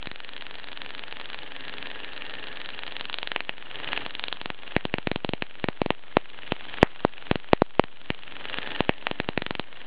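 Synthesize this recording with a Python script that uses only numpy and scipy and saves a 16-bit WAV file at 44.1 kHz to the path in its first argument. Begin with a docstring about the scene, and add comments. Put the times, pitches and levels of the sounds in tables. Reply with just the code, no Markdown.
"""Two small snaps, then a quick, even ticking: a high-voltage coil, switched about 23 times a second,
sparks across a short gap to a hand-held wire over a table in a quiet room. As the wire is drawn away,
it fizzes with leaking charge and fires only now and then, with hard snaps. Each snap is a burst of
hot air, and its electric surge also thumps the microphone input. The switch buzzes underneath."""
import sys
import numpy as np
from scipy import signal
from scipy.fft import rfft, irfft, next_fast_len
from scipy.io import wavfile

SR = 44100
rng = np.random.default_rng(int(sys.argv[2]) if len(sys.argv) > 2 else 0)


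def wav_record(signal):
    """Record a signal, one row per channel, as 16-bit PCM in the file named by sys.argv[1]."""
    frames = np.transpose(np.atleast_2d(signal))
    bounded = np.clip(frames, -1, 1)
    # unit amplitude maps onto the largest positive 16-bit level
    quanta = np.round(bounded * 32767).astype(np.int16)
    wavfile.write(sys.argv[1], SR, quanta)


N = 434826
TIME = np.arange(N) / SR

# Table levels are relative: each source sets its overall loudness later. full sparks with hard snaps, the first
# few while the gap is still short: t/s, crack level/dB, thump level/dB, thump f/Hz
SNAPS = [(0.0717, -16.5, -18.5, 139), (0.115, -18, -26, 130), (3.3177, -8.5, -51, 594),
         (3.362, -4.5, -25, 344), (3.4057, -11, -35, 610), (3.4938, -8, -45, 130), (3.9316, -8, -38, 600),
         (3.9762, -10, -38, 480), (4.0634, -11.5, -27, 120), (4.4146, -15.5, -28, 130),
         (4.4587, -10.5, -22, 150), (4.5027, -14, -17.5, 160), (4.7649, -0.5, -0.5, 182),
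         (4.853, -10.5, -8.5, 190), (4.9404, -4.5, -6, 180), (4.9842, -12.5, -14, 170),
         (5.072, -6, -5, 171), (5.1154, -9.5, -7, 204), (5.1597, -11, -8.5, 164), (5.2473, -10.5, -9, 230),
         (5.2914, -12.5, -8, 160), (5.3354, -9.5, -8.5, 193), (5.4228, -7, -12, 168), (5.6419, -7, -6, 195),
         (5.6864, -4.5, -6, 190), (5.8171, -12, -2, 275), (5.8613, -16, -7, 232), (5.9052, -2.5, -4, 241),
         (6.1694, -3, 2.5, 330), (6.5211, -4.5, -5.5, 188), (6.8294, 3.5, 10.5, 302),
         (7.0496, -10.5, 1.5, 310), (7.313, -1, 1, 158), (7.3568, -12, -6.5, 200), (7.5324, -6.5, 7.5, 380),
         (7.62, -17, 3.5, 318), (7.7957, -11.5, 5.5, 394), (7.8393, -15.5, -19.5, 150),
         (8.1034, -6.5, -6, 144), (8.5858, -9, -22.5, 129), (8.806, -3.5, -1.5, 220), (8.8934, 0, -1, 210),
         (9.069, -5, -24.5, 616), (9.113, -11, -11, 226), (9.201, -6, -8, 182), (9.2889, -7.5, -8, 180),
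         (9.3764, -5.5, -5, 190), (9.4209, -11, -14.5, 180), (9.4646, -11, -20, 140),
         (9.5084, -9.5, -11.5, 170), (9.5522, -13, -23, 137), (9.5964, -8.5, -12, 180)]
# sparks over a short gap, louder as it widens; one curve for each approach of the wire: t/s, level/dB
SHORT_GAP_ARCS = [
    [(0, -15.5), (.42, -18.5), (.75, -17), (1.25, -15), (1.5, -19.5), (1.85, -17), (2.45, -22.5),
     (2.8, -15.5), (3.3, -7.5)],
    [(4.08, -16.5), (4.24, -9), (4.35, -8)],
]
# the strongest short-gap sparks as the switch closes: t/s, level/dB
CLOSING_SPARKS = [(0.058, -20), (0.3652, -19), (0.41, -21.5), (0.5422, -23), (0.585, -19.5), (0.7176, -20),
                  (1.1993, -15.5), (1.332, -19), (1.6818, -16.5), (1.858, -18.5), (1.902, -21),
                  (2.164, -21), (2.297, -20), (2.3387, -19), (2.4708, -19), (2.69, -15.5), (2.866, -17.5),
                  (2.997, -18), (3.1291, -14)]
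# how hard the coil hisses and buzzes, and how much the apparatus rings: t/s, level/dB, ring level/dB
FIZZ_AND_BUZZ = [(0, -13.5, 3.5), (1.2, -10.5, .5), (1.7, -8.5, 5), (2.6, -7, 4.5), (2.9, -8.5, -0.5),
                 (3.56, -15, -2.5), (3.95, 2, 0.5), (4.12, -10, 0), (4.45, -12.5, -5), (4.76, -7.5, -3),
                 (5.3, 0.5, -7), (7.9, -1.5, -12), (8.65, -1.5, 3.5), (9.1, -3, 1.5), (9.8, 0.5, -2.5)]
# tone colour of the fizz: f/Hz, level/dB
FIZZ_SPECTRUM = [(30, -2.5), (100, -3), (180, -3.5), (290, -0.5), (550, -0.5), (900, -4), (1400, -3.5),
                 (1750, -7.5), (2150, -4), (2800, -4), (3300, -2.5), (4200, -11.5)]
# pitches at which the apparatus rings: f/Hz, width/Hz, level/dB
APPARATUS_RINGS = [(280, 12, 5.5), (420, 13, 2.5), (520, 18, 0.5), (615, 12, -3.5), (857, 21, 1),
                   (1662, 51, 0.5), (1767, 25, -0.5), (1805, 26, 2.5), (1834, 50, -1.5), (2784, 24, 0.5)]
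# pitches at which the switch rings: f/Hz, width/Hz, level/dB
SWITCH_RINGS = [(1750, 230, -4), (2850, 300, -1.5), (3250, 290, -10)]
# how far the switch strays from a steady beat (negative is early): t/s, delay/s
BEAT_DRIFT = [(0, .0002), (1.35, -.0005), (2.95, -.0049), (3.9, -.0054), (5.8, -.01), (7.2, -.0089),
              (9.8, -.0099)]
# echoes from nearby surfaces: delay/s, level/dB
ECHOES = [(.00073, -19), (.00125, -21.5), (.0021, -30.5), (.0042, -32.5), (0.0158, -26)]
# tone colour of the steady hiss: f/Hz, level/dB
HISS_SPECTRUM = [(30, -1.5), (100, -0.5), (300, -2.5), (700, -4), (2000, -8.5), (4500, -2)]

BEAT_S, CLOSED_S = .04394, 0.014   # the switch opens once a beat, after being closed this long
ARC_BRIGHT_HZ, TICK_BRIGHT_HZ = 6000, 3030   # the treble fades above these pitches
BURST_SAMPLES = 1024   # length of one short sound


def snaps(bright_hz=2425, db_per_octave=19, restrike_range_s=(.00005, .00069)):
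    """Charge jumps the gap with a hard crack, then strikes again along the still hot path."""
    pulses = np.zeros(N)
    for s, db, _, _ in SNAPS:
        top_hz = bright_hz * 2 ** (-db / db_per_octave)   # stronger snaps are duller
        pulse = from_db(db) * spark(top_hz, branch_db=-14.5, branch_s=0.002)
        add(pulses, s, pulse, restrike_s=rng.uniform(*restrike_range_s))
    return crack(pulses, low_hz=480, ring_hz=1650, ring_width_hz=3700, ring_db=-15.5, gain_db=16)


def thumps(top_ratio=4.3, lag_hz=1200, gain_db=24, restrike_cycles=0.056):
    """A snap's surge kicks the microphone input, which swings back within a few milliseconds."""
    out = np.zeros(N)
    for s, _, db, hz in SNAPS:
        band = signal.butter(1, [hz / 2, hz * 2], "band", fs=SR)
        swing = signal.lfilter(*band, signal.unit_impulse(BURST_SAMPLES))
        rounded = cut(swing, top_ratio * hz, "low", order=2)
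        add(out, s, -from_db(db + gain_db) * rounded, restrike_s=restrike_cycles / hz)
    # the lows lag behind the highs: a spike, then a slower swing the other way
    return 2 * cut(out, lag_hz, "low", order=1) - out


def ticks(openings, background_db, scatter_db=0.65):
    """Small sparks tick as the switch opens, and sometimes as it closes."""
    pulses = np.zeros(N)
    for s, db, bright_hz in opening_sparks(openings, background_db) + closing_sparks(openings):
        gain = from_db(db + scatter_db * rng.standard_normal())
        add(pulses, s, gain * spark(bright_hz, branch_db=-7, branch_s=0.0007))
    return crack(pulses, low_hz=610, ring_hz=3380, ring_width_hz=800, ring_db=-1, gain_db=12)


def opening_sparks(openings, background_db, faint_db=-10.5, follow=0.84):
    """Openings with no snap spark if the wire is close, else tick faintly: t/s, level/dB, f/Hz."""
    times = clear_of(openings, SNAPS)
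    db = faint_db + follow * np.interp(times, TIME, background_db)
    bright_hz = np.full(len(times), float(TICK_BRIGHT_HZ))
    for arc in SHORT_GAP_ARCS:
        close = (times >= arc[0][0]) & (times <= arc[-1][0])
        db[close] = curve(arc, times[close])[0]
        bright_hz[close] = ARC_BRIGHT_HZ
    return list(zip(times, db, bright_hz))


def closing_sparks(openings, short_gap_until_s=2.9, weak_chance=0.2, weak_db=-24):
    """While the gap is short, some closings of the switch spark too: t/s, level/dB, f/Hz."""
    closings = clear_of(openings[openings < short_gap_until_s] - CLOSED_S, CLOSING_SPARKS)
    dice = rng.random(len(openings))
    weak = [(s, weak_db) for s, roll in zip(closings, dice) if roll < weak_chance]
    return [(s, db, ARC_BRIGHT_HZ) for s, db in CLOSING_SPARKS + weak]


def spark(bright_hz, branch_db, branch_s):
    """One spark gives the air a sharp push, and its side branches add an uneven spray."""
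    spray = rng.standard_normal(BURST_SAMPLES) * np.exp(-np.arange(BURST_SAMPLES) / SR / branch_s)
    pulse = signal.unit_impulse(BURST_SAMPLES) + from_db(branch_db) * spray / np.linalg.norm(spray)
    return cut(pulse, bright_hz, "low", order=3)


def crack(pulses, low_hz, ring_hz, ring_width_hz, ring_db, gain_db):
    """The bursting path of a spark sounds thin: little bass and one broad ring."""
    ring = from_db(ring_db) * resonate(pulses, ring_hz, ring_width_hz)
    return from_db(gain_db) * (cut(pulses, low_hz, "high", order=1) + ring)


def fizz(background_db, level_db=-37.5, follow=0.8, flicker_db=2.5, flicker_hz=250):
    """Charge leaking off the wire fizzes in small uneven bursts, and the apparatus rings along."""
    flicker = rms_one(cut(rng.standard_normal(N), flicker_hz, "low", order=2))
    _, ring_db = curve(FIZZ_AND_BUZZ, TIME)
    hiss = coloured_noise(FIZZ_SPECTRUM) + from_db(ring_db) * ringing_noise(APPARATUS_RINGS)
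    return from_db(level_db + follow * background_db + flicker_db * flicker) * rms_one(hiss)


def switch_buzz(openings, background_db, level_db=-30, rise_s=0.00058, fall_s=0.0089):
    """The switch chatters for some milliseconds each time it closes."""
    age = np.arange(BURST_SAMPLES) / SR
    burst = (1 - np.exp(-age / rise_s)) * np.exp(-age / fall_s)
    loudness = signal.oaconvolve(clicks(openings - CLOSED_S, 0), burst / burst.max())[:N]
    return from_db(level_db + background_db) * loudness * rms_one(ringing_noise(SWITCH_RINGS))


def switch_ping(openings, background_db, level_db=-21, hz=2550, width_hz=800, fall_s=0.00032):
    """The contact gives a soft ping as it springs open."""
    burst = np.exp(-np.arange(BURST_SAMPLES) / SR / fall_s)
    kicks = clicks(openings, level_db + np.interp(openings, TIME, background_db))
    noise_bursts = signal.oaconvolve(kicks, burst)[:N] * rng.standard_normal(N)
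    boost = np.sqrt(SR / np.pi / width_hz)   # gives back the power the narrow ring removes
    return boost * resonate(noise_bursts, hz, width_hz)


def switch_openings(first_s=.02748):
    """The times at which the switch opens, on a beat that drifts slightly ahead."""
    steady = np.arange(first_s, N / SR, BEAT_S)
    return steady + curve(BEAT_DRIFT, steady)[0]


def background_level(deepest_db=30, recovery_db_per_s=38.5, base_share=0.37, doubling_db=15.5):
    """Fizz, buzz and faint ticks sink after each snap, more for a hard thump, and swell back (dB)."""
    dip_db = np.zeros(N)
    for s, _, thump_db, _ in SNAPS:
        at = int(s * SR)
        share = min(base_share * 2 ** (thump_db / doubling_db), 1)   # of the way left to the bottom
        depth_db = dip_db[at] + share * (deepest_db - dip_db[at])
        dip_db[at:] = np.maximum(depth_db - recovery_db_per_s * TIME[:N - at], 0)
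    return curve(FIZZ_AND_BUZZ, TIME)[0] - dip_db


def room(x, tail_db, tail_s=0.17, scatter_db=-14, scatter_s=0.0081):
    """Sound bounces off the table, a wall and things nearby, and leaves a faint tail."""
    age = np.arange(SR // 2) / SR
    response = signal.unit_impulse(len(age))
    for delay_s, db in ECHOES:
        response[int(delay_s * SR)] += from_db(db)
    for db, fade_s in ((scatter_db, scatter_s), (tail_db, tail_s)):
        fade = np.exp(-np.log(1000) * age / fade_s)   # 60 dB down after fade_s
        wash = rng.standard_normal(len(age)) * fade
        response += from_db(db) * wash / np.linalg.norm(wash)
    return signal.oaconvolve(x, response)[:N]


def steady_hiss(level_db=-56):
    """The room and the electronics give a faint, steady hiss."""
    return from_db(level_db) * rms_one(coloured_noise(HISS_SPECTRUM))


def add(out, s, sound, restrike_s=None, restrike_db=-9):
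    """Mix in a short sound at time s; a restrike, a weaker copy just after, makes it hollow."""
    at = int(round(s * SR))
    if restrike_s is not None:
        index = np.arange(len(sound))
        sound = sound + from_db(restrike_db) * np.interp(index - restrike_s * SR, index, sound, left=0)
    part = out[at:at + len(sound)]
    part += sound[:len(part)]


def clicks(times, levels_db):
    """A one-sample click at each time."""
    out = np.zeros(N)
    samples = np.clip(np.round(times * SR).astype(int), 0, N - 1)
    np.add.at(out, samples, from_db(levels_db))
    return out


def clear_of(times, rows):
    """Keep the times more than half a beat from every listed event."""
    distance_s = np.abs(times[:, None] - np.array(rows)[:, 0])
    return times[distance_s.min(axis=1) > BEAT_S / 2]


def coloured_noise(spectrum):
    """Noise shaped by a table of f/Hz, level/dB."""
    hz, db = np.transpose(spectrum)
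    size = next_fast_len(N)
    bin_hz = np.maximum(np.arange(size // 2 + 1) * SR / size, 1)
    gains = from_db(np.interp(np.log(bin_hz), np.log(hz), db))
    return irfft(rfft(rng.standard_normal(size)) * gains, size)[:N]


def ringing_noise(rings):
    """Noise that rings at a few pitches."""
    return sum(from_db(db) * resonate(rng.standard_normal(N), hz, width) for hz, width, db in rings)


def resonate(x, hz, width_hz):
    """Let a sound ring at one pitch; a smaller width rings longer."""
    r = np.exp(-np.pi * width_hz / SR)
    feedback = [1, -2 * r * np.cos(2 * np.pi * hz / SR), r * r]
    return signal.lfilter(np.array([1, 0, -1]) * (1 - r * r) / 2, feedback, x + 1e-18)


def cut(x, hz, kind, order):
    """Keep the "low" or "high" side of hz; a higher order cuts more sharply."""
    sections = signal.butter(order, min(hz, .45 * SR), kind, fs=SR, output="sos")
    return signal.sosfilt(sections, x + 1e-18)


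def curve(rows, at):
    """Read each column of a time table at the given times."""
    s, *columns = np.transpose(rows)
    return [np.interp(at, s, column) for column in columns]


def rms_one(x):
    """Scale a sound to an average power of 1."""
    return x / np.sqrt(np.mean(x ** 2) + 1e-20)


def from_db(db):
    """Turn decibels into a multiplier."""
    return 10 ** (np.asarray(db) / 20)


def scene():
    """Sparks in the room, their thumps, the fizz and the switch over a faint hiss, in mono."""
    openings, background_db = switch_openings(), background_level()
    switch = switch_buzz(openings, background_db) + switch_ping(openings, background_db)
    leak = fizz(background_db)
    hiss = steady_hiss()
    sparks = room(snaps(), tail_db=-17) + room(ticks(openings, background_db), tail_db=-18.5)
    return (sparks + thumps() + leak + switch + hiss)[None]


def record(dry, band_hz=4100, offset=-.0238, cutoff_hz=5109, splash_hz=10000, top_hz=16000):
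    """The recorder loses the high treble; the hardest snaps overload it and splash above its range."""
    dull = signal.sosfiltfilt(signal.butter(6, band_hz, fs=SR, output="sos"), dry)
    overloaded = np.clip(dull + offset, -.98, .98)
    smoothed = signal.sosfiltfilt(signal.cheby2(14, 28, cutoff_hz, fs=SR, output="sos"), overloaded)
    splashed = cut(np.clip(smoothed, -1, 1), splash_hz, "low", order=3)   # the tips clip again
    return signal.sosfiltfilt(signal.cheby2(12, 35, top_hz, fs=SR, output="sos"), splashed)


dry = scene()
out = record(dry)
wav_record(out)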